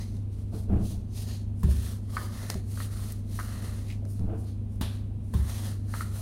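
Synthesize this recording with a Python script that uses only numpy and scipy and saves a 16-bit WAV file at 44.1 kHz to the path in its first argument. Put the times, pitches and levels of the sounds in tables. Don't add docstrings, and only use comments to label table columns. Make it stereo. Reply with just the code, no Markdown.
import sys
import numpy as np
from scipy import signal
from scipy.fft import rfft, irfft, next_fast_len
from scipy.io import wavfile
from scipy.ndimage import uniform_filter1d, map_coordinates

SR = 44100
rng = np.random.default_rng(int(sys.argv[2]) if len(sys.argv) > 2 else 0)


def transcribe(signal):
    frames = np.atleast_2d(signal).T
    limited = np.clip(frames, -1, 1)
    pcm = np.round(limited * 32767).astype(np.int16)
    wavfile.write(sys.argv[1], SR, pcm)


N = 273861
TIME = np.arange(N) / SR
AFTER = TIME[:SR]

# pitch in Hz, relative level in dB.
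HUM_TONES = [(24.7, -57), (40.4, -45.5), (52, -50), (71.5, -43.5), (100.05, -33.5), (200.1, -52),
             (221.4, -49), (242.6, -52)]
# frequency in Hz, time to fall 60 dB in seconds.
ROOM_DECAY = [(150, 0.16), (1300, 0.58), (5000, 0.39), (14000, 0.075)]
# frequency in Hz, left-right likeness from 0 to 1.
STEREO_LIKENESS = [(100, 0.99), (250, 0.86), (500, 0.65), (1000, 0.25), (2000, 0), (12000, 0)]
# frequency in Hz, right side over left in dB.
PORT_BALANCE = [(100, -1.64), (300, -2.5), (1100, -3), (2000, -1.5), (3200, -1), (4800, -1), (6500, -1),
                (8000, -0.5), (9300, 14.5), (11000, 2), (13000, 4.5), (15500, -5)]

# frequency in Hz, relative spectral level in dB.
AIR_TONE = [(15, -31), (45, 3), (100, -0.5), (150, -6.5), (200, -5.5), (300, -12), (500, -23), (900, -31.5),
            (2000, -47), (4000, -45.5), (7000, -73.5), (15000, -95)]
MIC_TONE = [(500, 6), (1200, -5), (2500, 4), (4200, -5), (7000, -5.5), (10000, -3.5), (12000, -8),
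            (15500, -13)]
CRACK_TONE = [(300, -16), (1200, -3), (2600, -11.5), (4500, -1.5), (10000, -1), (15500, -9)]
PAT_TONE = [(200, -18), (400, 5), (650, 8), (900, -26), (2000, -49), (5000, -60)]
SMACK_TONE = [(200, 11), (600, -3.5), (850, -0.5), (1080, 8), (1350, -7.5), (1600, 0.5), (2400, -18),
              (4000, -16.5), (12000, -13.5)]
PUFF_TONE = [(500, -1.5), (2200, -7), (3600, 2), (5500, -10), (8000, -14.5), (10000, -8), (13000, -14),
             (15500, -25)]
FLAP_TONE = [(25, 9), (43, 3.5), (72, 7), (95, 8.5), (125, 1), (165, -2.5), (190, 8), (250, -9), (330, -9),
             (500, -42), (1000, -58)]
TEAR_TONE = [(150, -7.5), (320, 5.5), (400, -6), (450, 5), (520, -11), (660, -2.5), (900, -15),
             (1500, -20.5), (1900, -29.5), (2800, -31), (5000, -48.5)]
SKID_TONE = [(1200, -36), (2000, -3), (2350, -2.5), (2900, -7), (4000, -12), (7000, -18), (12000, -25)]
FLOUR_TONE = [(2500, -39), (5000, -3.5), (7000, -4), (9500, 0), (12000, -1.5), (15500, -9)]
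SKIN_TONE = [(500, 1.5), (1500, -16), (2600, -5.5), (3300, -4), (4200, 0.5), (5200, -6), (6400, -3),
             (8000, -17), (12000, -35)]
WOOD_TONE = [(250, -27), (600, 4.5), (850, -2.5), (1220, 4), (1550, -2), (1800, 2.5), (2080, 0),
             (2500, -16.5), (3250, -12.5), (3600, -29), (4250, -2.5), (4800, -36.5), (7000, -41)]

# pitch in Hz, relative level in dB, nominal time to fall 60 dB in seconds.
COUNTER_MODES = [(57.5, -2, 0.35), (70.5, 2, 0.44), (124.5, -4.5, 0.23), (155, 7.5, 0.051),
                 (182.8, -5.5, 0.27), (330, -18.5, 0.29), (382.5, -12, 0.33)]
PIN_MODES = [(740, -11, 0.012), (1000, -1.5, 0.0096), (1113, -7, 0.013), (1265, 4, 0.018), (1423, 1, 0.019),
             (1530, -14.5, 0.022), (1634, -1, 0.013), (1796, -6.5, 0.022), (2130, -7, 0.015),
             (4460, -24, 0.036)]

# start in seconds, relative level in dB, push length in seconds, ring-time multiplier.
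COUNTER_THUMPS = [(0.696, -17.5, 0.0021, 0.2), (0.751, -24.5, 0.0056, 0.93), (1.637, -17.5, 0.0085, 1.71),
                  (2.553, -24, 0.00073, .35), (4.812, -35, 0.0041, 0.91), (5.345, -18, 0.011, 1.2)]
# start in seconds, relative level in dB, brightness in dB per octave.
JEWELLERY_CLICKS = [(0.168, -51, -3.5), (2.5006, -23, -3), (2.542, -34.5, -4), (3.122, -34.5, 7),
                    (3.127, -45, 3), (3.398, -38, 0), (4.052, -49, -3.5), (4.194, -50, -4.5)]
# start in seconds, relative level in dB.
FINGER_PATS = [(0.531, -43), (0.699, -53), (1.68, -36.5), (2.553, -39), (4.023, -46), (4.056, -45.5),
               (4.288, -38)]
# start in seconds, then relative levels of smack and puff in dB.
SOFT_SLAPS = [(1.631, -34.5, -51.5), (4.81, -30.5, -36), (5.337, -34, -49.5)]
# start and length of the hold in seconds, then relative levels of flap and tear in dB.
DOUGH_TUGS = [(0.537, 0.03, -43, -45), (0.701, 0.017, -32.5, -41.5), (0.731, 0.041, -29, -37),
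              (0.812, 0.03, -34, -48.5), (0.904, 0.072, -44.5, -56), (4.042, .02, -53, -63),
              (4.205, 0.076, -36, -51.5), (4.294, 0.062, -44, -42), (4.39, 0.067, -64, -54.5)]
# start and length of the hold in seconds, then level in dB.
PIN_SKID = (3.908, 0.0073, -46.5)
# start in seconds, relative level in dB, ring in dB (lower when hands damp the wood).
PIN_KNOCKS = [(2.168, -15, 0.5), (2.192, -33, -8), (2.774, -29, -7), (2.802, -28.5, -15), (3.39, -21, 0),
              (3.398, -22.5, -4), (5.938, -24, -11), (6.0076, -22.5, -8)]
# start and length of the hold in seconds, then relative levels of hiss and rasp in dB.
FLOUR_BRUSHES = [(.08, 0.099, -67, -66.5), (0.34, .08, -66.5, -69), (0.548, 0.057, -58.5, -60.5),
                 (0.854, 0.063, -52.5, -53), (1.161, 0.069, -51.5, -50.5), (1.288, 0.06, -55.5, -50),
                 (1.602, .01, -61, -73), (4.108, 0.012, -56, -69), (4.172, 0.03, -66, -66),
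                 (4.385, .055, -63, -75), (4.482, 0.0063, -62.5, -59), (4.735, 0.021, -66, -88),
                 (4.94, 0.016, -60.5, -61), (5.244, 0.048, -68.5, -90)]
# start and length of the hold in seconds, relative levels
# of flour hiss, palm rasp and hollow wood in dB, then the swell along the pass in dB.
PIN_PASSES = [(0.0, 0.0082, -57.5, -53.5, -56.5, 2.5), (1.702, 0.21, -52.5, -54, -56.5, 1.5),
              (2.142, 0.093, -51.5, -52, -55, 2.5), (2.333, 0.19, -53, -51, -52, 3),
              (2.716, 0.034, -56, -62, -65, -6), (2.794, 0.035, -48, -49, -60, 0),
              (2.932, .17, -53.5, -54, -55.5, 4), (3.322, 0.091, -52, -54, -57.5, 7.5),
              (3.491, 0.21, -55, -53, -53.5, -1), (3.738, 0.16, -59, -57.5, -62, 0),
              (5.373, 0.13, -56, -62, -53.5, -1.5), (5.499, 0.21, -51.5, -51, -54, -3),
              (5.915, 0.095, -51, -53, -55.5, 8), (6.161, 0.058, -50.5, -54, -54, 0)]


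def amp(db):
    return 10 ** (np.asarray(db) / 20)


def unit(x):
    return x / np.sqrt(np.mean(x ** 2) + 1e-20)


def along(points, hz):
    freqs, values = np.transpose(points)
    return np.interp(np.log(hz + 1), np.log(freqs + 1), values)


def wobble(rate):
    return map_coordinates(rng.standard_normal(int(N * rate / SR) + 4), [TIME * rate])


def filtered(x, response):
    size = next_fast_len(x.shape[-1] + 8192)
    gain = response(np.fft.rfftfreq(size, 1 / SR))
    return irfft(rfft(x, size) * gain, size)[..., :x.shape[-1]]


def noise(tone, grain_db=0, size=N):
    def mid_side_gains(hz):
        width = np.arccos(np.clip(along(STEREO_LIKENESS, hz), -1, 1)) / 2
        return amp(along(tone, hz)) * [np.cos(width), np.sin(width)]
    impulses = rng.standard_normal((2, size)) * amp(grain_db * rng.standard_normal(size))
    mid, side = filtered(impulses, mid_side_gains)
    return unit(np.array([mid + side, mid - side]))


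def drift(x, depth_db):
    spectra = signal.stft(x, nperseg=256)[2]
    shading = rng.standard_normal(spectra.shape)
    for _ in range(2):
        shading = uniform_filter1d(shading, size=3, axis=1)
        shading = uniform_filter1d(shading, size=70, axis=2)
    shaded = spectra * amp(depth_db * unit(shading))
    return unit(signal.istft(shaded, nperseg=256)[1][:, :N])


def fade(t60, attack):
    return np.exp(-np.log(1000) * AFTER / t60) * (1 - np.exp(-AFTER / attack))


def gesture(start, length, rise_db_per_s, fall_db_per_s, swell_db=0):
    early, late = np.maximum(start - TIME, 0), np.maximum(TIME - start - length, 0)
    progress = np.clip((TIME - start) / length, 0, 1)
    return amp(swell_db * (progress - .5) - rise_db_per_s * early - fall_db_per_s * late)


def add(track, start, sound):
    first = round(start * SR)
    track[:, first:first + SR] += sound[..., :N - first]


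def kitchen_reverb(x, near_db, tail_db):
    size, predelay = SR // 2, round(.008 * SR)
    hz, seconds, spectra = signal.stft(rng.standard_normal((2, size)), SR, nperseg=256)
    decay = np.exp(-np.log(1000) * seconds / along(ROOM_DECAY, hz)[:, None])
    tail = signal.istft(spectra * decay, SR, nperseg=256)[1][:, :size]
    near = rng.standard_normal(tail.shape) * fade(t60=.035, attack=.0005)[:size]
    echoes = amp(near_db) * near / np.linalg.norm(near[0])
    echoes += amp(tail_db) * tail / np.linalg.norm(tail[0])
    delayed = np.pad(x, ((0, 0), (predelay, 0)))
    return x + signal.fftconvolve(delayed, echoes, axes=1)[:, :SR]


def room_tone():
    hum = np.zeros(N)
    for hz, db in HUM_TONES:
        gain = amp(db + 2 + 0.9 * wobble(2.85))
        phase = 2 * np.pi * (hz * TIME + rng.random()) + 0.22 * wobble(2.01)
        hum += gain * np.sin(phase)
    return hum + amp(-41) * noise(AIR_TONE) + amp(-68.5) * noise(MIC_TONE)


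def counter_thumps():
    out = np.zeros((2, N))
    for start, db, push, ring_scale in COUNTER_THUMPS:
        for hz, mode_db, t60 in COUNTER_MODES:
            strength = amp(db + mode_db + 2) / (1 + (hz * push / 2) ** 2)
            envelope = fade(t60 * ring_scale, attack=0.86 / hz)
            add(out, start, strength * envelope * np.sin(2 * np.pi * hz * AFTER))
    return out


def jewellery_clicks():
    out = np.zeros((2, N))
    for start, db, brightness in JEWELLERY_CLICKS:
        tone = [(hz, level + brightness * np.log2(hz)) for hz, level in CRACK_TONE]
        crack = amp(db + 2.5) * fade(t60=0.017, attack=0.000067) * noise(tone, size=SR)
        add(out, start, kitchen_reverb(crack, near_db=-16.5, tail_db=-27.5))
    return out


def finger_pats():
    out = np.zeros((2, N))
    for start, db in FINGER_PATS:
        add(out, start, amp(db) * fade(t60=0.08, attack=.0015) * noise(PAT_TONE, size=SR))
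    return out


def soft_slaps():
    out = np.zeros((2, N))
    for start, smack_db, puff_db in SOFT_SLAPS:
        smack = amp(smack_db + 8.5) * fade(t60=0.04, attack=0.0017) * noise(SMACK_TONE, size=SR)
        puff = amp(puff_db) * fade(t60=0.38, attack=0.0012) * noise(PUFF_TONE, size=SR)
        add(out, start, kitchen_reverb(smack + puff, near_db=-10, tail_db=-9.5))
    return out


def dough_turns():
    power = np.zeros((2, N))
    for start, length, flap_db, tear_db in DOUGH_TUGS:
        envelope = gesture(start, length, rise_db_per_s=700, fall_db_per_s=229)
        power += np.outer(amp([flap_db, tear_db]), envelope) ** 2
    flap_gain, tear_gain = np.sqrt(power)
    jerks = amp(0.78 * wobble(80))
    flap = amp(6.5) * flap_gain * noise(FLAP_TONE)
    tear = amp(2.5) * tear_gain * noise(TEAR_TONE, grain_db=3)
    return jerks * (flap + tear)


def pin_skid():
    start, length, db = PIN_SKID
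    envelope = gesture(start, length, rise_db_per_s=400, fall_db_per_s=330)
    return amp(db) * envelope * noise(SKID_TONE, grain_db=10)


def pin_knocks():
    out = np.zeros((2, N))
    for start, db, ring_db in PIN_KNOCKS:
        knock = amp(-10.5) * fade(t60=0.023, attack=0.0009) * noise(WOOD_TONE, size=SR)
        for k, (hz, mode_db, t60) in enumerate(PIN_MODES):
            strength = amp(mode_db + ring_db + rng.normal(0, 0.78, (2, 1)))
            phase = k * np.pi / 2 + rng.normal(0, 0.74, (2, 1))
            knock += strength * fade(t60, attack=0.00042) * np.sin(2 * np.pi * hz * AFTER + phase)
        knock *= amp(db) / np.abs(knock).max()
        add(out, start, kitchen_reverb(knock, near_db=-6, tail_db=-11.5))
    return out * amp([[1.2], [-1.2]])


def rolling_and_brushing():
    firm_db, sizzle_hz = -52.5, 11100
    power = np.zeros((3, N))
    for start, length, hiss_db, rasp_db, wood_db, swell_db in PIN_PASSES:
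        envelope = gesture(start, length, rise_db_per_s=213, fall_db_per_s=158, swell_db=swell_db)
        power += np.outer(amp([hiss_db, rasp_db, wood_db]), envelope) ** 2
    for start, length, hiss_db, rasp_db in FLOUR_BRUSHES:
        body_db = -64.5 + 0.53 * (rasp_db - firm_db)
        envelope = gesture(start, length, rise_db_per_s=308, fall_db_per_s=183)
        power += np.outer(amp([hiss_db, rasp_db, body_db]), envelope) ** 2
    hiss_gain, rasp_gain, body_gain = np.sqrt(power)
    pressure = amp(1.06 * wobble(39) + 0.81 * wobble(160))
    grains = drift(noise(FLOUR_TONE, grain_db=1), depth_db=1.04)
    soft_hiss = filtered(grains, lambda hz: 1 / (1 + (hz / sizzle_hz) ** 10))
    sizzle = (hiss_gain / amp(firm_db)) ** 0.36 * (grains - soft_hiss)
    flour = amp(3) * hiss_gain * (soft_hiss + sizzle)
    skin = amp(3) * rasp_gain * drift(noise(SKIN_TONE, grain_db=3), depth_db=2.5)
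    body_flutter = amp(2 + 1.5 * wobble(70))
    body = body_flutter * body_gain * drift(noise(WOOD_TONE, grain_db=5), depth_db=3.5)
    return pressure * (flour + skin + body)


def scene():
    bed = room_tone()
    hits = pin_knocks() + jewellery_clicks() + soft_slaps() + finger_pats() + counter_thumps()
    return bed + hits + rolling_and_brushing() + pin_skid() + dough_turns()


def record(dry):
    top_hz = 15820
    def port_gains(hz):
        return amp(np.outer([-.5, .5], along(PORT_BALANCE, hz))) * (hz < top_hz)
    return filtered(dry, port_gains)


dry = scene()
out = record(dry)
transcribe(out)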